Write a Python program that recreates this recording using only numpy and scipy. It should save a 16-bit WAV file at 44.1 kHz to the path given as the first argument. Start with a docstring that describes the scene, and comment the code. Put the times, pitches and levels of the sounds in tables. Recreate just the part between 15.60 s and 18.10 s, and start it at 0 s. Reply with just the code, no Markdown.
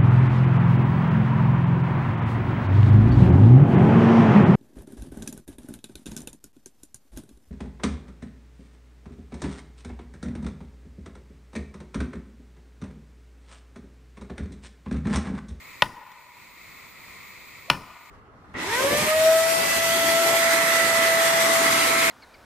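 """Axe on a dead trunk

An axe bites twice into a dry, standing dead trunk in a forest. Each blow is a burst of cracking noise,
a short woody ring of sine waves and a low thud. Noise tails stand for the trees that scatter it back.
A few chips land, a faint whoosh leads into the second blow, and a hiss and a thin electrical whine lie
below. The recorder's gain control ducks at each blow and creeps back up."""
import sys
import numpy as np
from scipy import signal
from scipy.fft import rfft, irfft, next_fast_len
from scipy.io import wavfile
from scipy.ndimage import uniform_filter1d, map_coordinates

SR = 44100
rng = np.random.default_rng(int(sys.argv[2]) if len(sys.argv) > 2 else 0)


def output_pcm(signal):
    """Save a mono or channel-first signal as 16-bit PCM at the path in sys.argv[1].

    Samples are clipped to [-1, 1] before scaling.
    """
    pcm = np.clip(np.atleast_2d(signal).T, -1, 1) * 32767
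    wavfile.write(sys.argv[1], SR, np.round(pcm).astype(np.int16))


N = 110250  # length in samples, 2.5 seconds


def amp(db):
    """Turn decibels into a gain."""
    return 10 ** (np.asarray(db) / 20)


def unit(x):
    """Scale to an average strength (rms) of 1."""
    return x / np.sqrt(np.mean(x ** 2) + 1e-20)


def along(points, hz):
    """Read a curve of (Hz, value) points on a log frequency axis."""
    f, values = np.transpose(points)
    return np.interp(np.log(hz + 1), np.log(f + 1), values)


def wobble(hz):
    """A smooth random curve through hz new random points a second."""
    return map_coordinates(rng.standard_normal(4096), [np.arange(N) * hz / SR], mode="wrap")


def filtered(x, response):
    """Multiply the spectrum of x by a response that depends on frequency."""
    size = next_fast_len(N + SR // 2)  # spare room keeps the end from wrapping onto the start
    hz = np.fft.rfftfreq(size, 1 / SR)
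    return irfft(rfft(x, size) * response(hz), size)[..., :N]


def noise(spectrum, side):
    """Coloured stereo noise of rms 1: a shared middle, plus a side part that widens it."""
    def colour(hz):
        middle_db = along(spectrum, hz)
        return amp([middle_db, middle_db + along(side, hz)])

    middle, sides = filtered(rng.standard_normal((2, N)), colour)
    return unit(np.array([middle + sides, middle - sides]))


def fade(t, t60):
    """Exponential decay that drops 60 dB in t60 seconds."""
    return np.exp(-np.log(1000) * t / t60)


def placed(x, s):
    """Delay x so that it starts at s seconds."""
    return np.pad(x, ((0, 0), (max(int(s * SR), 0), 0)))[:, :N]


# The axe blows. Each row: start in seconds, level in dB, then six levels in dB relative to the blow:
# crack, thud, bark rustle, near echo, far echo (each echo on top of its own knock) and swing.
BLOWS = [(0.221, 6, -8.5, -27.5, -35, -14, -9, -97), (2.0997, 4, -6, -24.5, -33, -9, -7.5, -52.5)]
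# Stereo width of the blow noises. Each row: frequency in Hz, side over middle in dB.
BLOW_SIDE = [(60, -20), (300, -15), (1000, -17), (3000, -12), (5000, -16), (8000, -4), (15000, 4)]
BLOW_LEFT_DB = 1.3  # left is raised and right lowered by this much


def axe():
    """Each blow: fibres crack, the trunk rings and thuds, loose bark rustles, the forest answers."""
    t = np.arange(N) / SR
    out = np.zeros((2, N))
    for index, (s, db, crack_db, thud_db, bark_db, near_db, far_db, _) in enumerate(BLOWS):
        knock = amp(crack_db) * crack(t) + trunk(t, index) + push(t)
        body = amp(thud_db) * thud(t) + amp(bark_db) * bark(t)
        mono = knock.mean(axis=0)
        loud_start = mono * bite(t / 2)  # only this part carries to the far trees
        near = amp(near_db) * forest(mono, NEAR_COLOUR, NEAR_T60, NEAR_RISE_S)
        far = amp(far_db) * forest(loud_start, FAR_COLOUR, FAR_T60, FAR_RISE_S)
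        out += amp(db) * placed(knock + body + near + far, s)
    return out * amp([[BLOW_LEFT_DB], [-BLOW_LEFT_DB]])


BITE_S, RELEASE_S = 0.00488, 0.0012  # blade travel, and how softly it stops


def bite(t):
    """Near 1 while the blade drives into the wood, then a smooth fall to 0."""
    return .5 - .5 * np.tanh((t - BITE_S) / RELEASE_S)


# Colour of the splintering crack. Each row: frequency in Hz, relative level in dB.
CRACK = [(60, -26), (300, -36), (700, -1.5), (1500, 3.5), (3000, 8.5), (4200, -6), (5500, -4.5),
         (7800, -24), (10500, -13), (13000, -24.5), (16000, -36)]
CRACK_RISE_S, CRACK_T60 = 0.00029, 0.077  # rise time constant and decay, in seconds


def crack(t):
    """Fibres splinter: a noise burst that starts sharply and ends with the bite."""
    envelope = bite(t) * fade(t, CRACK_T60) * -np.expm1(-t / CRACK_RISE_S)
    return noise(CRACK, BLOW_SIDE) * envelope


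# Ringing tones (modes) of the trunk; each cut lands on another spot, so the levels change.
# Each row: frequency in Hz, t60 (time to fall 60 dB) in seconds, level in dB in the first blow,
# level in dB in the second.
TRUNK = [(382, 0.011, -49, -23), (600, 0.018, -5.5, -14), (850, 0.028, -6.5, -18.5), (984, 0.04, -2.5, -9),
         (1223, 0.05, -11.5, -9.5), (1464, 0.047, -8.5, -7), (1894, 0.025, -3, -35),
         (2386, 0.024, -17, -16.5), (2619, 0.014, -4.5, -8.5), (3086, 0.018, -6.5, -18),
         (3637, 0.045, -9.5, -36), (4170, 0.044, -17.5, -14.5), (5240, 0.017, -24, -15)]
FREE_RING_DB = -6  # ring left after the bite
RISE_CYCLES, DRIVE_CYCLES = 3.77, 10  # time constants, in cycles of each mode: build-up, sag of the drive
WOOD_ROUGH, ROUGH_HZ = 0.24, 486  # phase wander in radians, and its random points per second


def trunk(t, index):
    """The modes are driven during the bite, the high ones sagging first, then ring freely and briefly."""
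    out = np.zeros(N)
    drive = bite(t)
    for k, (hz, t60, *levels) in enumerate(TRUNK):
        build_up = -np.expm1(-t * hz / RISE_CYCLES)
        sag = np.exp(-np.minimum(t, BITE_S) * hz / DRIVE_CYCLES)  # the bite grows duller
        free = (1 - drive) * amp(FREE_RING_DB) * fade(np.maximum(t - BITE_S, 0), t60)
        phase = 2 * np.pi * hz * t + WOOD_ROUGH * drive * wobble(ROUGH_HZ)
        tone = np.sqrt(2) * np.sin(phase)
        out += (-1) ** k * amp(levels[index]) * build_up * sag * (drive + free) * tone
    return out


STOP_HZ, STOP_S, STOP_DB, STOP_T60 = 135, 0.00385, -21, 0.024  # pitch, start, level in the blow, decay


def push(t):
    """One low shove, a fading sine, as the trunk takes the weight of the axe."""
    u = np.maximum(t - STOP_S, 0)
    return amp(STOP_DB) * np.sin(2 * np.pi * STOP_HZ * u) * fade(u, STOP_T60)


# Colour of the low thud. Each row: frequency in Hz, relative level in dB.
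THUD = [(25, -28), (55, -11), (100, -2), (190, 1.5), (260, -9), (350, -11.5), (480, -18.5), (900, -6),
        (3000, -34)]
THUD_RISE_S, THUD_T60 = 0.0019, 0.27  # rise time constant and decay, in seconds


def thud(t):
    """The low thud of the trunk: deep noise that swells quickly and dies away."""
    return noise(THUD, BLOW_SIDE) * -np.expm1(-t / THUD_RISE_S) * fade(t, THUD_T60)


# Colour of the bark rustle. Each row: frequency in Hz, relative level in dB.
BARK = [(300, 18), (1500, -7), (2600, -30.5), (3600, -6), (5000, 4), (7500, -8.5), (10500, -4),
        (13000, -20), (16000, -59)]
BARK_T60, BARK_GRAIN, BARK_GRAIN_HZ = 0.47, 0.22, 466  # decay in s, unevenness, random points per second


def bark(t):
    """Loose bark rustles: uneven noise that fades."""
    grainy = noise(BARK, BLOW_SIDE) * np.exp(BARK_GRAIN * wobble(BARK_GRAIN_HZ))
    return unit(grainy) * fade(t, BARK_T60)


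# Colour of the near and far echoes. Each row: frequency in Hz, relative level in dB.
NEAR_COLOUR = [(100, -1), (350, 2), (600, -1), (1000, 4), (2000, 3.5), (3200, -1.5), (5200, 3), (8000, -1),
               (15000, -3)]
FAR_COLOUR = [(60, -2), (200, -5), (400, -3), (570, -7.5), (800, -3), (1000, -0.5), (1500, -6),
              (2000, -6.5), (3200, -13), (5200, -9), (15000, -22)]
# How long the echoes last. Each row: frequency in Hz, t60 in seconds.
NEAR_T60 = [(200, 0.26), (1000, 0.25), (4000, 0.17), (12000, 0.17)]
FAR_T60 = [(200, 0.62), (1000, 1.37), (3000, 1.01), (12000, 0.32)]
NEAR_RISE_S, FAR_RISE_S = 0.0047, 0.12  # how late each tail swells up
ECHO_GRAIN, ECHO_GRAIN_HZ = 0.14, 130  # lumpiness, and its random points per second


def forest(x, colour, t60s, rise_s):
    """Many trunks scatter the sound back in a lumpy noise tail, each pitch range fading at its own rate."""
    t = np.arange(N) / SR
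    flat = [(20, 0), (20000, 0)]
    scatter = noise(flat, BLOW_SIDE) * np.exp(ECHO_GRAIN * wobble(ECHO_GRAIN_HZ))
    hz, frames, bands = signal.stft(scatter, SR, nperseg=256)
    bands = bands * fade(frames, along(t60s, hz)[:, None])
    tail = signal.istft(bands, SR, nperseg=256)[1][:, :N]
    tail = tail * -np.expm1(-(t / rise_s) ** 2)
    tail /= np.sqrt(np.sum(fade(t, t60s[1][1]) ** 2))  # levelled by the second t60 in the table
    tail = filtered(tail, lambda f: amp(along(colour, f)))
    return signal.fftconvolve(x[None], tail, axes=1)[:, :N]


SWING_S = 0.055  # length of the whoosh; it is heard only before the second blow
SWING_FROM_HZ, SWING_TO_HZ = 300, 717
SWING_WIDTH_HZ = 150  # random points per second; more makes the whoosh wider in pitch


def swing():
    """The axe head speeds up: a narrow whoosh rises in pitch and level until it lands (BLOWS sets how loud)."""
    t = np.arange(N) / SR
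    out = np.zeros(N)
    for s, db, *_, swing_db in BLOWS:
        speed = np.clip(1 + (t - s) / SWING_S, 0, 1)
        pitch = SWING_FROM_HZ + (SWING_TO_HZ - SWING_FROM_HZ) * speed
        phase = 2 * np.pi * np.cumsum(pitch) / SR
        whoosh = wobble(SWING_WIDTH_HZ) * np.sin(phase) + wobble(SWING_WIDTH_HZ) * np.cos(phase)
        out += amp(db + swing_db) * speed * (t < s) * whoosh
    return out


# Chips landing. Each row: start in seconds, level in dB.
CHIPS = [(0.468, -48), (0.517, -41.5), (2.455, -51)]
# Colour of a landing chip. Each row: frequency in Hz, relative level in dB.
CHIP = [(500, -4), (2500, 1), (5500, -4.5), (9000, -17), (13000, -7), (16000, -35)]
CHIP_T60 = 0.033  # seconds


def chips():
    """Chips of wood tick on the forest floor: short fading noise bursts."""
    t = np.arange(N) / SR
    return sum(placed(amp(db) * noise(CHIP, BLOW_SIDE) * fade(t, CHIP_T60), s) for s, db in CHIPS)


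# Colour of the hiss. Each row: frequency in Hz, relative level in dB.
HISS = [(25, -18), (70, -8.5), (130, -8.5), (280, -11.5), (450, -13.5), (800, -15.5), (1000, -6.5),
        (1330, -10), (1530, -15.5), (1720, -15), (1880, -3.5), (2220, -0.5), (2560, -5), (2820, -18),
        (4000, -15), (5700, -25), (7200, -18), (9500, -28), (12000, -27.5), (13500, -35), (14500, -68)]
# Stereo width of the hiss. Each row: frequency in Hz, side over middle in dB.
HISS_SIDE = [(60, -5), (110, -4.5), (200, -3), (380, -1.5), (700, -2), (1290, -5), (2380, -12), (4400, 2.5),
             (8120, -3), (15000, -1.5)]
# Stereo balance of the hiss. Each row: frequency in Hz, left over right in dB.
HISS_BALANCE = [(60, 8.5), (110, -4.5), (200, 6.5), (380, 0), (700, 2), (1290, -8), (2380, 4.5),
                (4400, -5.5), (8120, 1), (15000, -6)]
HISS_DB, HISS_WAVER_DB = -46, 0.62  # level before gain control, waver
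HISS_WAVER_HZ = 9.8  # random points per second


def hiss():
    """A steady noise, strongest near 2 kHz, whose level wavers slightly."""
    halves = np.array([[.5], [-.5]])  # half the balance up on the left, half down on the right
    bed = filtered(noise(HISS, HISS_SIDE), lambda hz: amp(along(HISS_BALANCE, hz) * halves))
    return unit(bed) * amp(HISS_DB + HISS_WAVER_DB * wobble(HISS_WAVER_HZ))


WHINE_HZ = 14835
WHINE_DB, WHINE_WAVER_DB = -60.5, 1.9  # level before gain control, waver
WHINE_WAVER_HZ = 26.04  # random points per second


def whine():
    """A thin electrical whine: one high sine wave whose level wavers."""
    tone = np.sqrt(2) * np.sin(2 * np.pi * WHINE_HZ * np.arange(N) / SR)
    return tone * amp(WHINE_DB + WHINE_WAVER_DB * wobble(WHINE_WAVER_HZ))


def scene():
    """The chopping over the quiet background."""
    return swing() + axe() + chips() + hiss() + whine()


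LIMIT_DB, DETECT_S = -9, 0.0036  # gain control threshold, and the span over which loudness is averaged
QUICK_DB_PER_S, RECOVER_DB_PER_S = 52, 12  # fast and slow recovery
HELD_SHARE = 0.98  # share of the ducking that recovers slowly
CEILING, TOP_HZ = 0.84, 15900  # peak level, top of the band


def record(dry):
    """Gain control ducks at once and recovers, first fast, then slowly; peaks round off; the top is cut."""
    t = np.arange(N) / SR
    span = max(int(DETECT_S * SR), 1)
    power = np.abs(uniform_filter1d(np.mean(dry ** 2, axis=0), span))
    over_db = np.maximum(10 * np.log10(power + 1e-12) - LIMIT_DB, 0)

    def held(depth, speed):
        """Follow rises at once, then let go by speed dB a second."""
        return np.maximum.accumulate(depth + speed * t) - speed * t

    quick = held(over_db, QUICK_DB_PER_S)
    slow = held(HELD_SHARE * over_db, RECOVER_DB_PER_S)
    y = dry * amp(-np.maximum(quick, slow))
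    y = y / (1 + (y / CEILING) ** 8) ** (1 / 8)
    return filtered(y, lambda hz: 1 / (1 + (hz / TOP_HZ) ** 100))


dry = scene()
out = record(dry)
output_pcm(out)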